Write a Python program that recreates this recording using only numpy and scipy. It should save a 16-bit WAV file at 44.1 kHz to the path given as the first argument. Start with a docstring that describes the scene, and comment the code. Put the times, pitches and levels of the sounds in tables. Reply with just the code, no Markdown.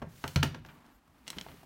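"""Laptop and cables on a desk

A metal laptop is set down on a wooden desk: its edges knock, and the desk top booms under its weight.
A hand slides on the case and lets go; then a bundle of cables drops, plugs clacking and loops
flopping and slithering. A small quiet room answers each knock."""
import sys
import numpy as np
from scipy import signal
from scipy.fft import rfft, irfft
from scipy.io import wavfile

SR = 44100
rng = np.random.default_rng(int(sys.argv[2]) if len(sys.argv) > 2 else 0)


def generate_wav(signal):
    """Clip the signal to [-1, 1] and save it as 16-bit WAV at the path in sys.argv[1]."""
    frames = np.transpose(np.atleast_2d(signal))
    scaled = np.clip(frames, -1, 1) * 32767
    pcm = np.round(scaled).astype(np.int16)
    wavfile.write(sys.argv[1], SR, pcm)


N = 72765
TIME = np.arange(N) / SR
FREQ = np.maximum(np.arange(N + 1) * SR / (2 * N), 1)


def amp(db):
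    """Decibels to gain."""
    return 10 ** (np.asarray(db) / 20)


def at(points, hz):
    """Read (Hz, value) points on a log-frequency axis."""
    freqs, values = np.array(points, float).T
    return np.interp(np.log(hz), np.log(freqs), values)


def unit(x):
    """Scale to an energy of one."""
    return x / np.sqrt(np.sum(x ** 2) + 1e-18)


def add(out, start_s, x):
    """Mix a sound in at a time."""
    i = int(np.clip(start_s * SR, 0, N - 1))
    out[i:i + len(x)] += x[:N - i]


def colour(x, gain_db):
    """Minimum-phase EQ, its gains running from zero to half the sample rate."""
    n = len(x)
    cepstrum = irfft(gain_db * np.log(10) / 20)
    cepstrum[1:n] *= 2
    cepstrum[n + 1:] = 0
    return irfft(rfft(x, 2 * n) * np.exp(rfft(cepstrum)))[:n]


def bands(low_hz, count):
    """Half-octave band-passes as (centre, filter)."""
    centres = low_hz * 2 ** (np.arange(count) / 2)
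    return [(hz, signal.butter(2, [hz / 2 ** .25, hz * 2 ** .25], "band", fs=SR, output="sos"))
            for hz in centres]


def noise(eq):
    """Coloured noise with an rms of one."""
    spectrum = rfft(rng.standard_normal(2 * N)) * amp(at(eq, FREQ))
    return unit(irfft(spectrum)[:N]) * np.sqrt(N)


def rubbing(fader, eq, grains_per_s=120, grain_db=1.5):
    """Grainy friction noise whose level follows the movement."""
    times, levels = np.array(fader).T
    level_db = np.interp(TIME, times, levels, left=-120, right=-120)
    grain = np.interp(TIME * grains_per_s, np.arange(N), rng.standard_normal(N))
    return noise(eq) * amp(level_db + grain_db * grain)


# Room tone: freq_hz, gain_db
AIR_EQ = [(20, 7), (35, -3), (53, 2), (100, -19), (170, -15.5), (270, -13.5), (440, -23.5), (1100, -22.5),
          (1650, -30), (9000, -39), (16000, -42.5)]


def air():
    """A faint, steady bed of bass-heavy air noise."""
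    return amp(-62) * noise(AIR_EQ)


# Handling rumble. Fader: time_s, level_db. EQ: freq_hz, gain_db
CARRY_FADER = [(0, -54), (.07, -50.5), (.2, -60), (.35, -63), (.55, -47), (.68, -67.5)]
CARRY_EQ = [(20, -8), (48, -12), (90, -9.5), (150, -4), (220, -20), (600, -25.5), (2000, -33.5),
            (10000, -77)]


def hand_carry():
    """The hand carrying the laptop makes a low rumble."""
    return rubbing(CARRY_FADER, CARRY_EQ)


# Skin on the case. Fader: time_s, level_db. EQ: freq_hz, gain_db
SLIDE_FADER = [(0, -77), (.06, -76), (.1, -64), (.17, -60), (.24, -57.5), (.3, -56.5), (.35, -58),
               (.43, -67), (.6, -73.5)]
SLIDE_EQ = [(200, -9), (1000, -4.5), (3000, -5.5), (6000, -6.5), (10000, -10), (15000, -9)]


def hand_slide():
    """The hand slides on the case with a broad hiss."""
    return rubbing(SLIDE_FADER, SLIDE_EQ)


def crack(spectrum, size=2048, low_cut_hz=190):
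    """The attack of a hit: one sharp pulse, shaped by band levels and thinned in the bass."""
    hz = np.maximum(np.linspace(0, SR / 2, size + 1), 1)
    density_db = at(spectrum, hz) + 10 * np.log10(SR / (np.log(2) * hz))
    low_cut_db = -10 * np.log10(1 + (low_cut_hz / hz) ** 4)
    return colour(signal.unit_impulse(size), density_db + low_cut_db)


def ring_envelope(t, hz, t60_s, rise_s=0.00023, bass_hz=407):
    """A fast rise, then a decay that stretches beyond t60_s toward the bass."""
    decay = amp(-60 * t / (t60_s * (1 + bass_hz / hz)))
    return (1 - np.exp(-t / rise_s)) * decay


# Body, knock, clack and tick bands of a hit: centre_hz
HIT_BANDS = [330, 1150, 3500, 10000]
# Strength of the main pitch within the ring: pitch_hz, gain_db
PITCH_EMPHASIS = [(250, 3), (700, 7.5), (1500, -5.5), (4000, 1.5)]


def hits(events, resonances, snap, pitch_hold=1.3, ring_send_db=-5.5):
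    """Each hit cracks, then rings; snap weighs crack against ring. Returns direct sound and room send."""
    cracks, ring = np.zeros(N), np.zeros(N)
    t = TIME[:SR // 5]
    bank = bands(low_hz=230, count=13)
    for start_s, _, *levels_db, t60_s, pitch_hz in events:
        spectrum = list(zip(HIT_BANDS, levels_db))
        add(cracks, start_s, crack(spectrum))
        held = ring_envelope(t, pitch_hz, t60_s) ** (1 / pitch_hold)
        tone = unit(np.sin(2 * np.pi * pitch_hz * t) * held)
        add(ring, start_s, tone * amp(at(spectrum, pitch_hz) + at(PITCH_EMPHASIS, pitch_hz)))
        for hz, sos in bank:  # noise bands stand for the many other modes
            burst = rng.standard_normal(len(t)) * ring_envelope(t, hz, t60_s)
            add(ring, start_s, unit(signal.sosfilt(sos, burst)) * amp(at(spectrum, hz)))
    peaks_db = sum(db / (1 + (2 * (FREQ - hz) / width) ** 2) for hz, width, db in resonances)
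    direct = colour(snap * cracks + ring, peaks_db) / np.hypot(1, snap)
    send = colour(cracks + amp(ring_send_db) * ring, peaks_db)
    return np.array([direct, send])


# Laptop edges landing: start_s, boom_db, body_db, knock_db, clack_db, tick_db, t60_s, pitch_hz
LAPTOP_HITS = [(0.0185, -42, -39, -49, -58, -76, 0.035, 795),
               (0.0229, -38.5, -39.5, -45.5, -60.5, -70, 0.022, 568),
               (0.2402, -37, -36.5, -34, -41.5, -56, 0.017, 270),
               (0.2782, -72, -50, -55, -42.5, -46, 0.018, 3110),
               (0.3599, -19, -35.5, -35, -29, -43.5, 0.02, 4330),
               (0.4289, -58, -35, -30.5, -27.5, -53, 0.015, 1352),
               (0.4317, -30.5, -27.5, -38.5, -28.5, -37.5, 0.015, 290),
               (0.5458, -50.5, -46, -48.5, -47.5, -68, 0.029, 1673),
               (0.6491, -56, -57, -54, -59.5, -74, 0.01, 1600),
               (0.6620, -80, -70, -70, -59, -68, 0.023, 5230),
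               (0.6876, -61, -73, -53.5, -57, -92, 0.093, 2370),
               (0.864, -84, -78, -77, -72, -73, 0.0055, 5150), (1.078, -63, -77, -66, -82, -75, .016, 1090)]
# Resonances of the metal case: centre_hz, width_hz, boost_db
CASE_PEAKS = [(378, 75, 3.5), (900, 85, 5), (1050, 130, 0), (1430, 140, 3), (1684, 650, 5.5),
              (2830, 650, 5.5), (4220, 600, 2), (6050, 1250, 4.5), (14260, 1900, 4.5)]


def laptop_knocks():
    """The laptop's edges knock on the wood and its metal case rings briefly."""
    return amp(18) * hits(LAPTOP_HITS, CASE_PEAKS, snap=0.52)


# Modes of the wooden desk top: pitch_hz, level_db, t60_s
DESK_MODES = [(52, -18.5, 0.5), (87.35, -2, 0.29), (137.2, 0, 0.33), (156.7, -6.5, 0.49),
              (232.6, -4.5, 0.12), (280.4, -1.5, 0.1), (392.1, -10, 0.19), (526.6, -14, 0.23)]


def desk_boom(events, trim_db=-0.5, rise_s=0.0012, boom_top_hz=175, body_low_hz=215):
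    """Every blow rings the desk top: its weight drives the low modes, its body band the upper ones."""
    rise = 1 - np.exp(-TIME / rise_s)
    out = np.zeros(N)
    for hz, level_db, t60_s in DESK_MODES:
        ring = rise * amp(trim_db + level_db - 60 * TIME / t60_s) * np.sin(2 * np.pi * hz * TIME)
        for start_s, boom_db, body_db, *_ in events:
            drive_db = at([(boom_top_hz, boom_db), (body_low_hz, body_db)], hz)
            add(out, start_s, amp(drive_db) * ring)
    return out


# Tone of the reflections: freq_hz, level_db
ROOM_EQ = [(100, 4), (300, -8.5), (1000, -4.5), (3000, -8.5), (7000, -7.5), (14000, -6)]
# Length of the tail: freq_hz, t60_s
ROOM_DECAY = [(100, 1), (1000, 0.32), (4000, 0.45), (14000, 0.15)]


def room(send, predelay_s=0.0037, early_db=9, early_t60_s=0.16):
    """Quick reflections from near surfaces, then a diffuse tail that dies sooner in the treble."""
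    onset = np.clip(TIME / predelay_s - 1, 0, 1)
    early = amp(early_db - 60 * TIME / early_t60_s)
    response = np.zeros(N)
    for hz, sos in bands(low_hz=81, count=16):
        tail = amp(-60 * TIME / at(ROOM_DECAY, hz))
        reflections = signal.sosfilt(sos, rng.standard_normal(N)) * (early + tail) * onset
        band_share = np.log(2) * hz / SR
        response += unit(reflections) * amp(at(ROOM_EQ, hz)) * np.sqrt(band_share)
    return signal.fftconvolve(send, response)[:N]


# The grip loosening. Fader: time_s, level_db. EQ: freq_hz, gain_db
SCUFF_FADER = [(.55, -86), (.66, -60.5), (.72, -57), (.8, -60), (.92, -62), (1.0, -70), (1.15, -67.5),
               (1.26, -68)]
SCUFF_EQ = [(120, 0), (260, 8), (500, -9), (800, 0.5), (1500, -5.5), (3000, -14), (6000, -24), (15000, -27)]


def hand_scuff():
    """A dull scuff as the hand lets go."""
    return rubbing(SCUFF_FADER, SCUFF_EQ)


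# Two light brushes of skin. Fader: time_s, level_db. EQ: freq_hz, gain_db
SWISH_FADER = [(.65, -80), (.69, -67.5), (.76, -74), (.82, -90), (.9, -80), (.96, -70), (1.0, -86)]
SWISH_EQ = [(2000, -14), (7000, -4), (10000, -9.5), (11300, -5.5), (12500, 5), (14000, -2), (16000, -0.5)]


def skin_swish():
    """Skin leaves the metal with a thin hiss."""
    return rubbing(SWISH_FADER, SWISH_EQ)


# Cable friction. Fader: time_s, level_db. EQ: freq_hz, gain_db
SLITHER_FADER = [(1.05, -77.5), (1.25, -65.5), (1.29, -57), (1.39, -54), (1.46, -55), (1.53, -57),
                 (1.6, -58), (1.65, -62.5)]
SLITHER_EQ = [(25, 5), (50, 9.5), (100, 1), (200, 9), (450, -4), (1000, -2.5), (3000, -7.5), (7000, -17),
              (15000, -15)]


def cable_slither():
    """The cables rub and slither as the bundle drops."""
    return rubbing(SLITHER_FADER, SLITHER_EQ)


# Plugs and loops landing: start_s, boom_db, body_db, knock_db, clack_db, tick_db, t60_s, pitch_hz
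CABLE_HITS = [(1.2678, -68, -84, -60, -54, -90, 0.062, 2130),
              (1.2729, -70, -67, -64, -72, -66, 0.003, 6400),
              (1.2789, -75, -54, -50.5, -41, -52.5, 0.032, 2870),
              (1.3032, -74, -57.5, -49, -41, -47, 0.016, 4050),
              (1.3307, -61, -67, -49.5, -53.5, -91, 0.06, 1216),
              (1.3690, -55, -46, -58, -59, -76, 0.019, 190),
              (1.3849, -82, -51, -47, -39.5, -64, 0.017, 3200),
              (1.412, -79, -51.5, -53, -43.5, -57, 0.0084, 3290),
              (1.4648, -60, -51.5, -48.5, -65, -91, 0.0066, 730),
              (1.4860, -52.5, -58, -55.5, -56, -96, 0.039, 1916),
              (1.516, -70, -57, -56.5, -60.5, -82, 0.026, 2850),
              (1.5420, -59, -53.5, -75, -76, -71, 0.013, 229),
              (1.6321, -57, -56.5, -57.5, -78, -73, 0.025, 780)]
# Resonances of the plugs: centre_hz, width_hz, boost_db
PLUG_PEAKS = [(193, 140, 9.4), (647, 31, 10.6), (887, 67, 6.8), (2090, 120, 8.7), (3000, 220, 7.7),
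              (3360, 130, 3.4), (4160, 140, 5.5), (5450, 1300, 4.9), (8000, 4500, 8.9)]


def cable_drop():
    """Plugs clack and cable loops flop onto the desk."""
    return amp(17) * hits(CABLE_HITS, PLUG_PEAKS, snap=1)


def scene():
    """Laptop, cables and desk in the room, with handling noise, over faint air noise."""
    laptop, laptop_send = laptop_knocks()
    cables, cable_send = cable_drop()
    desk = desk_boom(LAPTOP_HITS + CABLE_HITS)
    reverb = room(amp(-1) * laptop_send + amp(-6.5) * cable_send)
    hand = hand_carry() + hand_slide() + hand_scuff() + skin_swish()
    return (laptop + cables + desk + reverb + hand + cable_slither() + air())[None]


def record(dry, low_cut_hz=42, high_cut_hz=15900):
    """The microphone loses the deepest bass and the very top."""
    thinned = signal.sosfilt(signal.butter(4, low_cut_hz, "high", fs=SR, output="sos"), dry)
    return signal.sosfilt(signal.ellip(10, .2, 70, high_cut_hz, fs=SR, output="sos"), thinned)


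dry = scene()
out = record(dry)
generate_wav(out)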